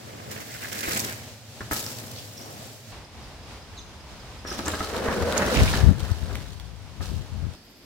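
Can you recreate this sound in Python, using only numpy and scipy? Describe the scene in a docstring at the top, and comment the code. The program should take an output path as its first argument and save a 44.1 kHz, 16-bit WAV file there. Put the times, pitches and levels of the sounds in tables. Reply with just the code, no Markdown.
"""Mountain bike on a dirt jump and a forest trail

A bike rolls up a dry jump, flies, lands and rides off; then it drops down a trail, carves a berm about a metre
from the two ports and lands once more farther along; a last spot holds only forest air and an insect.
Noise and ringing grains make the tyres hum, scrub and throw grit; blows ring the frame, stones click, clods
crunch, side knobs drone in the berm. The rider's draught buffets each port as slow noise. Gliding tones make
the birds, a wavering tone the insect, coloured noise the forest air."""
import sys
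import numpy as np
from scipy import signal
from scipy.fft import rfft, irfft, next_fast_len
from scipy.io import wavfile
from scipy.ndimage import uniform_filter1d, map_coordinates

SR = 44100
rng = np.random.default_rng(int(sys.argv[2]) if len(sys.argv) > 2 else 0)


def transcribe(u):
    """Save the signal u as a 16-bit wav file named by the first command-line argument.

    u: samples, shape (n,) or (channels, n), limited to [-1, 1]; the rate is SR.
    q: integer samples, one column per channel.
    """
    v = np.clip(np.atleast_2d(u).T, -1, 1)
    q = np.round(v * 32767).astype(np.int16)
    wavfile.write(sys.argv[1], SR, q)


N = 346185
TIME = np.arange(N) / SR


def amp(db):
    """Decibels to gain."""
    return 10 ** (np.asarray(db) / 20)


def unit(x):
    """Scales to rms 1."""
    return x / np.sqrt(np.mean(x ** 2) + 1e-20)


def read(points, hz):
    """Reads a spectrum on a log-frequency axis."""
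    f, value = np.transpose(points)
    return np.interp(np.log(hz + 1), np.log(f + 1), value)


def level(s, db):
    """A gain curve through points in dB, at -140 dB outside its span."""
    return amp(np.interp(TIME, s, db, left=-140, right=-140))


def swell(s, half_s):
    """A smooth bump of height 1 around time s."""
    return np.exp(-np.minimum(((TIME - s) / half_s) ** 2, 60))


def envelope(start, end, attack_s, release_s):
    """Straight attack, hold until the end, exponential release."""
    attack = np.clip((TIME - start) / attack_s, 0, 1)
    return attack * np.exp(-np.maximum(TIME - end, 0) / release_s)


def add(mix, s, sound):
    """Mixes a sound in at time s."""
    part = mix[..., max(round(s * SR), 0):][..., :sound.shape[-1]]
    part += sound[..., :part.shape[-1]]


def colour(x, spectrum, size=4096):
    """Causal minimum-phase filter with the given spectrum, falling 20 dB per octave beyond its ends."""
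    hz = abs(np.fft.fftfreq(size, 1 / SR)) + 1
    octaves_below = np.maximum(np.log2(spectrum[0][0] / hz), 0)
    octaves_above = np.maximum(np.log2(hz / spectrum[-1][0]), 0)
    gain_db = read(spectrum, hz) - 20 * (octaves_below + octaves_above)
    log_gain = np.log(amp(gain_db) + 1e-6)
    taps = np.fft.ifft(np.exp(np.conj(signal.hilbert(log_gain)))).real
    return signal.oaconvolve(x, taps[None], axes=1)[:, :x.shape[1]]


def resonate(x, hz, width_hz):
    """A steep resonance that follows the pitch hz."""
    turn = np.exp(2j * np.pi * np.cumsum(hz * np.ones(x.shape[-1])) / SR)
    r = np.exp(-np.pi * width_hz / SR)
    # shift the pitch down to zero, smooth with two equal poles, shift back up
    return (turn * signal.lfilter([(1 - r) ** 2], [1, -2 * r, r * r], x / turn)).real


def wobble(rate_hz):
    """Slow random wandering of rms 1, up to the given rate."""
    hz = np.fft.rfftfreq(N, 1 / SR)
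    return unit(irfft(rfft(rng.standard_normal(N)) / (1 + (hz / rate_hz) ** 4), N))


# The jump heard from the first spot: moment the bike is closest in seconds, distance in metres,
# speed in metres per second.
JUMP_PASS = (0.95, 0.99, 9.95)
# The descent, berm and far landing heard from the second spot, same columns.
BERM_PASS = (5.652, 1.2, 7.84)
# Stretches of ground: packed run-in, ramp, loose run-out, descent and berm, hard straight, far run-out.
# Each row: start and end in seconds, then casing hum, knob scrub and grit in dB at the closest distance,
# before pressing and the tyre trims.
STRETCHES = [(-0.05, 0.294, -30, -28, -44), (0.267, 1.09, -37.5, -26, -34), (1.712, 2.753, -35.5, -35, -30),
             (4.457, 5.783, -26.5, -23.5, -30.5), (5.959, 6.531, -42.5, -35, -36.5),
             (6.983, 7.55, -34.5, -47, -36)]
# The rider presses the tyres into a dip or turn, or lightens them (negative).
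# Each row: middle and half length in seconds, extra hum in dB, extra scrub in dB.
PRESSES = [(0.373, 0.043, 7, 4.5), (1.034, 0.059, 2.5, -4), (2.03, 0.14, 8, 9), (2.503, 0.16, 12.5, 8),
           (5.05, 0.17, 5.5, 9), (5.397, 0.12, 2, 7.5), (5.702, 0.074, -10.5, -3.5), (6.078, 0.091, 7, 8.5),
           (6.33, 0.11, 13.5, 6.5), (7.46, 0.09, -7, 19)]
# Landings and slides throw dirt.
# Each row: start in seconds, grit in dB before the tyre trims, settling in seconds.
SPRAYS = [(0.306, -40, 0.041), (1.707, -33, 0.17), (4.466, -40, 0.35), (4.663, -42.5, 1),
          (5.534, -27.5, 0.047), (7.01, -40, 0.1)]
BITE_S, RELEASE_S = 0.045, 0.11  # the tyres take hold of a stretch and leave it
GRIT_PER_PRESS = 0.092  # dB of grit for each dB of extra hum
SPRAY_RISE_S, SPRAY_HUM_DB, SPRAY_SCRUB_DB = 0.0091, -9, -2  # hum and scrub relative to the grit


def ride(passing, spot):
    """Gains of hum, scrub and grit at one spot: ground times pressure over distance, plus thrown dirt."""
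    closest_s, distance, speed = passing
    nearness = distance / np.hypot(distance, speed * (TIME - closest_s))
    ground_power = 0
    for start, end, *dbs in STRETCHES:
        ground_power += np.outer(amp(dbs), envelope(start, end, BITE_S, RELEASE_S)) ** 2
    press_db = 0
    for s, half_s, hum, scrub in PRESSES:
        press_db += np.outer([hum, scrub, GRIT_PER_PRESS * hum], swell(s, half_s))
    spray = sum(amp(db) * envelope(s, s, SPRAY_RISE_S, settle_s) for s, db, settle_s in SPRAYS)
    thrown = np.outer(amp([SPRAY_HUM_DB, SPRAY_SCRUB_DB, 0]), spray)
    rolled = np.sqrt(ground_power) * amp(press_db) * nearness
    present = (TIME >= spot[0][0]) * (TIME < spot[-1][0])
    return np.hypot(rolled, thrown) * present


# Colours of the tyres on the hard jump.
# Each row: frequency in Hz, density in dB per Hz before scaling to rms 1.
JUMP_HUM = [(110, -17), (225, 1), (290, -4), (500, -4), (1100, -10.5)]
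JUMP_SCRUB = [(1200, -12), (1650, -5.5), (2250, -8), (3000, -14.5)]
JUMP_GRIT = [(2600, -3), (4500, 2.5), (7700, 2), (9000, -2.5), (16000, -1.5)]
# Colours of the tyres in the soft berm and beyond, same columns.
BERM_HUM = [(70, 5), (150, -6), (215, 7), (290, -2), (560, 0), (1100, -10.5)]
BERM_SCRUB = [(900, -5), (1280, -1.5), (1750, -2), (3000, -16.5)]
BERM_GRIT = [(2600, 2), (4200, 3), (7600, -4), (16000, -14)]


def tyres(gains, hum, scrub, grit, hum_db, scrub_db, grit_db, bumps_db, grit_spread_db, dust):
    """Knobs drum on the casing, scrub over the soil and crush grit; bumps load all three together."""
    load_db = wobble(47) * bumps_db
    drumming = colour(rng.standard_normal((2, N)), hum)
    drumming = unit(drumming * amp(.5 * load_db))
    slipping = colour(grains(2400, 1.2, top_hz=3355, ring_s=0.0017), scrub)
    slipping = unit(slipping * amp(load_db))
    crumbs = grains(3000, grit_spread_db, top_hz=16770) + 0.68 * snaps()
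    crushing = colour(crumbs + dust * rng.standard_normal((2, N)), grit)
    crushing = unit(crushing * amp(.5 * load_db))
    out = drumming * gains[0] * amp(hum_db)
    out += slipping * gains[1] * amp(scrub_db)
    return out + crushing * gains[2] * amp(grit_db)


def grains(per_s, spread_db, top_hz, ring_s=0.0014, crack=0.99, count=22, size=300):
    """Crowds of tiny fractures of uneven size; each kind of crumb rings briefly at its own pitch."""
    out, t = np.zeros((2, N)), np.arange(size) / SR
    chance, strength, kind = rng.random(N), rng.exponential(1, N), rng.integers(0, count, N)
    hits = amp(spread_db * np.minimum(strength, 4)) * (chance < per_s / SR)
    hits = hits * rng.choice([-1, 1], (2, N))
    for k in range(count):
        hz = top_hz * (k + 1) / count
        tone = np.sin(2 * np.pi * (hz * t + rng.random((2, 1))))
        crumb = (tone + crack * rng.standard_normal((2, size))) * np.exp(-t / ring_s)
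        out += signal.oaconvolve(hits * (kind == k), crumb, axes=1)[:, :N]
    return unit(out)


def snaps(per_s=70, spread_db=4, snap_s=0.003):
    """Now and then a larger crumb splits with a dry, toneless snap."""
    strength = np.minimum(rng.exponential(1, N), 3)
    hits = (rng.random(N) < per_s / SR) * amp(spread_db * strength)
    decaying = signal.lfilter([1], [1, -np.exp(-1 / (snap_s * SR))], hits)
    return unit(decaying * rng.standard_normal((2, N)))


# The side knobs through the berm. Each row: time in seconds, pitch in Hz, level in dB.
DRONE = [(4.8, 425, -48), (4.98, 487, -34), (5.2, 473, -29), (5.39, 572, -32), (5.6, 600, -43)]


def drone(width_hz=130):
    """Leaning into the berm, the side knobs strike the soil at a ragged pitch that mostly climbs."""
    s, hz, db = np.transpose(DRONE)
    ragged = resonate(rng.standard_normal((2, N)), np.interp(TIME, s, hz), width_hz)
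    return unit(ragged) * level(s, db)


# Clods of dry dirt crushed under the tread.
# Each row: start in seconds, level in dB, length in seconds, pitch in Hz.
CRUNCHES = [(0.638, -37, 0.039, 1860), (0.82, -35.5, 0.048, 1920), (0.994, -32, 0.03, 7760),
            (2.143, -45, 0.13, 3920), (4.648, -37.5, 0.051, 6200), (5.375, -26, 0.017, 6570),
            (5.539, -26, 0.1, 2390), (5.671, -28.5, 0.035, 2370), (5.724, -34.5, 0.058, 3600)]


def crunches(width_share=0.69):
    """A clod breaks: a quick burst of coarse fractures around one pitch."""
    out, fractures = np.zeros((2, N)), grains(2000, 4.4, top_hz=6900)
    for s, db, length, hz in CRUNCHES:
        piece = fractures[:, round(s * SR):][:, :round(length * SR)]
        burst = unit(resonate(piece, hz, width_share * hz))
        t = np.arange(burst.shape[1]) / SR
        add(out, s, burst * np.interp(t, [0, length / 4, length], [0, amp(db), 0]))
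    return out


# Wheels hitting the ground and jolting the frame. Each row: start in seconds, level in dB.
KNOCKS = [(0.879, -24), (1.607, -27.5), (1.712, -21.5), (4.449, -31), (4.514, -26), (4.591, -24.5),
          (4.666, -24), (4.679, -21), (4.737, -22), (4.805, -22), (5.085, -19.5), (5.737, -20.5),
          (7.007, -34)]
# What a jolt rings with. Each row: nominal pitch in Hz, nominal strength in dB; both vary from blow to blow.
FRAME = [(240, 5), (340, 12), (1280, 10), (1600, 6)]


def knocks(ring_db=-8, thud_db=-10, rattle=0.7, rattle_s=0.012, t60=0.017,
           thump_db=-9, thump_hz=90, thump_s=0.015):
    """A blow and a brief rattle of loose parts ring the frame; the tyre gives a dull thud and a low thump."""
    out, t = np.zeros((2, N)), np.arange(SR // 4) / SR
    for s, db in KNOCKS:
        sparse = rng.standard_normal((2, len(t))) * (rng.random(len(t)) < .03)
        blow = sparse * rattle * np.exp(-t / rattle_s)
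        blow[0, 0] += 1
        ring = 0
        for hz, mode_db in FRAME:
            decay = amp(mode_db + 2.2 * rng.standard_normal() - 60 * t / t60)
            ring += decay * np.sin(2 * np.pi * hz * (1 + 0.027 * rng.standard_normal()) * t)
        frame = signal.fftconvolve(blow, ring[None], axes=1)[:, :len(t)]
        thud = colour(blow, [(180, 14.5), (1750, 2.5), (3200, -21.5)])
        sound = 0
        for part, part_db in ((frame, ring_db), (thud, thud_db)):
            sound = sound + amp(part_db) * part / part[0, :SR // 100].std()  # levelled over the first 10 ms
        sound[0] += amp(thump_db) * np.sin(2 * np.pi * thump_hz * t) * np.exp(-t / thump_s)
        add(out, s, amp(db) * sound)
    return out


# Stones flicked by the tread and chain links snapping.
# Each row: start in seconds, level in dB before the click trim, pitch in Hz.
CLICKS = [(0.934, -31.5, 4360), (0.979, -32.5, 7400), (1.733, -26, 11600), (1.7645, -29.5, 4800),
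          (1.8645, -32.5, 5300), (4.682, -28, 7500), (4.755, -41.5, 3810), (4.846, -37, 4390),
          (5.3246, -29.5, 3280), (5.464, -34, 5840), (6.3548, -34.5, 2310), (6.599, -44.5, 3370)]


def clicks(click_db=-7, ring=2.1, width_hz=800, snap=9):
    """A stone or link gives one dry snap and rings for an instant at its own pitch."""
    out, t = np.zeros((2, N)), np.arange(SR // 10) / SR
    r = np.exp(-np.pi * width_hz / SR)
    for s, db, hz in CLICKS:
        contact = rng.standard_normal((2, len(t))) * np.exp(-t / 0.002)
        contact[0, 0] += snap
        crack = colour(contact, [(800, 12.5), (16000, -4.0)])
        pole = r * np.exp(2j * np.pi * hz / SR)
        tone = signal.lfilter([np.sqrt(2 * (1 - r * r))], [1, -pole], contact).real
        add(out, s, amp(db + click_db) * (crack + ring * tone))
    return out


# Where the bike is. Each row: time in seconds, lag of the left port behind the right in milliseconds.
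BEARING = [(0.8, 0.52), (1.65, -0.11), (2.4, -0.36), (4.5, -0.021), (5.3, -0.042), (5.56, 0.19),
           (5.95, -0.079)]
SHADE_DB_PER_MS = 5.5  # the camera body shades the treble of the far port


def placed(pair):
    """The bike reaches the far port later and duller, the near port earlier and brighter."""
    lag_ms = np.interp(TIME, *np.transpose(BEARING))
    far = np.array([lag_ms, -lag_ms]) / 2
    treble = signal.sosfilt(signal.butter(1, 2000, "high", fs=SR, output="sos"), pair)
    shaded = pair + treble * (amp(-SHADE_DB_PER_MS * far) - 1)
    heard_at = (TIME - far / 1000) * SR
    return np.array([map_coordinates(port, [at], order=5) for port, at in zip(shaded, heard_at)])


# How unlike the two ports hear the scene. Each row: frequency in Hz, gain of the side signal in dB.
WIDTH = [(60, -9), (250, -12), (700, -11), (1300, -6), (2400, -2), (4400, 0)]


def ports(pair):
    """Mid and side to left and right: the bass reaches both ports more alike."""
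    side = irfft(rfft(pair[1]) * amp(read(WIDTH, np.fft.rfftfreq(N, 1 / SR))), N)
    return np.array([pair[0] + side, pair[0] - side])


# Colour of the buffeting. Each row: frequency in Hz, gain in dB before levelling.
BUFFET = [(30, -19.5), (60, 3), (85, 4), (130, -5.5), (600, -37.5)]
# The wake that trails the rider, left port then right.
# Each row: arrival in seconds, level on arrival in dB before the wake trim, fade in dB per second.
WAKE = [(5.59, -21.5, 13), (5.555, -12.5, 81)]
# Eddies hitting the left port and grazing the right.
# Each row: middle and half length in seconds, left level in dB.
EDDIES = [(5.222, 0.036, -25), (5.624, 0.022, -11.5), (5.853, 0.059, -13.5), (5.89, 0.033, -9.5),
          (6.235, 0.02, -22.5), (6.331, 0.055, -27), (7.015, 0.023, -23.5), (7.15, 0.085, -24.5),
          (7.354, 0.05, -26.5), (7.445, 0.058, -23.5)]
WAKE_RISE_S = 0.015


def wind(wake_db=-1, right_db=-18, steepening=0.22):
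    """The rider's wake and its eddies push on each port separately; strong eddies have sharp crests."""
    noise = colour(rng.standard_normal((2, N)), BUFFET)
    swirl = signal.hilbert(noise, next_fast_len(N))[:, :N]
    # even out the slow swings of strength
    swirl = swirl.real / np.sqrt(uniform_filter1d(abs(swirl) ** 2, size=1300, axis=1) / 2 + 1e-12)
    start, db, fade = np.transpose(WAKE)[..., None]
    age = np.maximum(TIME - start, 0)
    arrived = np.minimum(age / WAKE_RISE_S, 1) * (TIME < BERM_SPOT[-1][0])
    power = (arrived * amp(db + wake_db - fade * age)) ** 2
    for s, half_s, eddy_db in EDDIES:
        power += np.outer(amp([0, right_db]) * amp(eddy_db), swell(s, half_s)) ** 2
    force = np.sqrt(power)
    out = force * (swirl + steepening * np.minimum(force / 0.057, 1) * (swirl ** 2 - 1))
    return signal.sosfilt(signal.butter(2, 30, "high", fs=SR, output="sos"), out)


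# Tight eddies that thump on the left port. Each row: crest in seconds, level in dB.
THUMPS = [(5.84, -4), (5.8757, -6), (6.031, -11.5), (6.119, -8)]


def thumps(period_s=0.012):
    """A tight eddy crosses the left port: one sharp crest of pressure between two troughs."""
    out = np.zeros((2, N))
    for s, db in THUMPS:
        turns = (TIME - s) / period_s
        fade = np.exp(-np.minimum(2 * np.hypot(turns, .04), 60))  # the small offset rounds the tip
        out[0] += amp(db) * np.cos(2 * np.pi * turns) * fade
    return out


# A small bird's row of chips: first in seconds, until in seconds, interval in seconds.
CHIPS = (3.04, 4.5, 0.192)
# Notes of a thin warbled call.
# Each row: delay and length in seconds, middle pitch in Hz, relative level in dB.
WARBLE = [(0, 0.033, 5500, -3.5), (0.036, 0.016, 5130, -1), (0.041, 0.03, 5770, -3.5),
          (0.066, 0.072, 5620, -14.5)]
# When the call sounds. 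Each row: start in seconds, level in dB.
CALL_TIMES = [(2.364, -44), (4.46, -33.5)]


def birds(chip_db=-48, chip_hz=5040, fall_hz=520, chip_s=0.019, hoarse_db=3):
    """Falling tones: a row of chips, and a call of quick notes made hoarse by random pitch and level."""
    out, u = np.zeros(N), np.linspace(-.5, .5, round(chip_s * SR))
    chip = np.sin(2 * np.pi * np.cumsum(chip_hz - fall_hz * u) / SR) * np.cos(np.pi * u) ** 2
    for s in np.arange(*CHIPS):
        add(out, s, amp(chip_db) * chip)
    waver_hz, flutter_db = 130 * wobble(350), hoarse_db * wobble(150)
    for s, db in CALL_TIMES:
        for delay, length, hz, note_db in WARBLE:
            u = np.linspace(-.5, .5, round(length * SR))
            now = round((s + delay) * SR) + np.arange(len(u))
            pitch = hz - fall_hz * u / 2 + waver_hz[now]
            note = np.sin(2 * np.pi * np.cumsum(pitch) / SR) * np.cos(np.pi * u)
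            add(out, s + delay, amp(db + note_db + flutter_db[now]) * note)
    return out


# The two falling voices of a squeak. Each row: start in seconds, level in dB, middle pitch in Hz.
SQUEAK = [(3.758, -45.5, 3800), (3.765, -48, 6300)]


def squeak(width_hz=450, fall_hz=1300, length_s=0.054):
    """A short hoarse squeak: noise through two falling resonances."""
    out, u = np.zeros(N), np.linspace(-.5, .5, round(length_s * SR))
    for s, db, hz in SQUEAK:
        voice = unit(resonate(rng.standard_normal(len(u)), hz - fall_hz * u, width_hz))
        add(out, s, amp(db) * voice * np.cos(np.pi * u) ** 2)
    return out


INSECT_HZ, INSECT_DB = 12200, -66


def insect(interval_s=0.065, swell_s=0.12):
    """One shrill wavering tone at the last spot swells in and sounds in quick pulses."""
    age = np.maximum(TIME - LAST_SPOT[0][0], 0)
    pulses = np.sin(np.pi * (age / interval_s % 1)) * np.minimum(age / swell_s, 1)
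    tone = np.sin(2 * np.pi * np.cumsum(INSECT_HZ + 45 * wobble(180)) / SR)
    return amp(INSECT_DB) * pulses * unit(tone)


# Colour of the forest at the jump, by the berm and at the last spot.
# Each row: frequency in Hz, density in dB per Hz before scaling to rms 1.
AIR_JUMP = [(75, -9.5), (108, 4), (180, -13.5), (232, -7.5), (320, -19), (620, -13), (1000, -23),
            (5000, -24), (7800, -27.5), (9200, -33), (16000, -36)]
AIR_BERM = [(30, -10.5), (64, 3), (137, -6.5), (360, -14), (950, -15), (1400, -20), (5000, -25.5),
            (16000, -46)]
AIR_LAST = [(40, -8), (280, -5.5), (900, -18.5), (4200, -21.5), (4950, -15.5), (5700, -25.5),
            (16000, -37.5)]
# Level of the forest while listening at each spot. Each row: time in seconds, level in dB before the waver.
JUMP_SPOT = [(0, -43), (2.919, -43.5)]
BERM_SPOT = [(2.92, -43.5), (4.4, -43.5), (6.9, -49.5), (7.552, -46)]
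LAST_SPOT = [(7.55, -50.5), (7.86, -52)]


def forest_air(waver_db=1.5):
    """Far rumble, leaves and insect hiss at each spot, as coloured noise of wavering level."""
    out = 0
    for spot, air in ((JUMP_SPOT, AIR_JUMP), (BERM_SPOT, AIR_BERM), (LAST_SPOT, AIR_LAST)):
        hiss = unit(colour(rng.standard_normal((2, N)), air))
        out = out + hiss * level(*np.transpose(spot)) * amp(waver_db * wobble(4.3))
    return out


FOREST_T60 = 0.53  # seconds for the echo to fall by 60 dB


def trees(x):
    """Trunks and leaves scatter a thin, short echo to each port."""
    t = np.arange(SR // 2) / SR
    tail = rng.standard_normal((2, len(t))) * (rng.random((2, len(t))) < .05) * (t > .006)
    tail *= amp(-60 * t / FOREST_T60)
    return ports(signal.fftconvolve(x[None], tail / np.linalg.norm(tail[0]), axes=1)[:, :N])


def scene():
    """The bike, its echo, the forest and the draught."""
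    rolling = tyres(ride(JUMP_PASS, JUMP_SPOT), JUMP_HUM, JUMP_SCRUB, JUMP_GRIT,
                    hum_db=2.0, scrub_db=-8.0, grit_db=0.5, bumps_db=2.5, grit_spread_db=5.0, dust=0.98)
    rolling += tyres(ride(BERM_PASS, BERM_SPOT), BERM_HUM, BERM_SCRUB, BERM_GRIT,
                     hum_db=3.0, scrub_db=-8.0, grit_db=-3.0, bumps_db=2.0, grit_spread_db=4.0, dust=0.9)
    rolling += drone() + crunches()
    hits = knocks() + clicks()
    bike = placed(ports(rolling + hits))
    song = birds() + squeak()
    echo = trees(amp(-17.0) * rolling[0] + amp(-6) * hits[0] + amp(-5.0) * song)
    return bike + echo + song + ports(forest_air()) + insect() + wind() + thumps()


# How the two ports differ in colour. Each row: frequency in Hz, left minus right in dB.
PORT_COLOUR = [(2000, 0.5), (5500, -2.5), (10000, 2.5)]
EDGE_HZ = 15950  # upper band limit


def record(dry):
    """Each port's colour, the full-scale limit, then the band limit."""
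    tilt_db = np.outer([.5, -.5], read(PORT_COLOUR, np.fft.rfftfreq(N, 1 / SR)))
    heard = irfft(rfft(dry) * amp(tilt_db), N)
    edge = signal.firwin(801, EDGE_HZ, window=("kaiser", 9), fs=SR)
    return signal.oaconvolve(np.clip(heard, -1, 1), edge[None], "same", axes=1)


dry = scene()
out = record(dry)
transcribe(out)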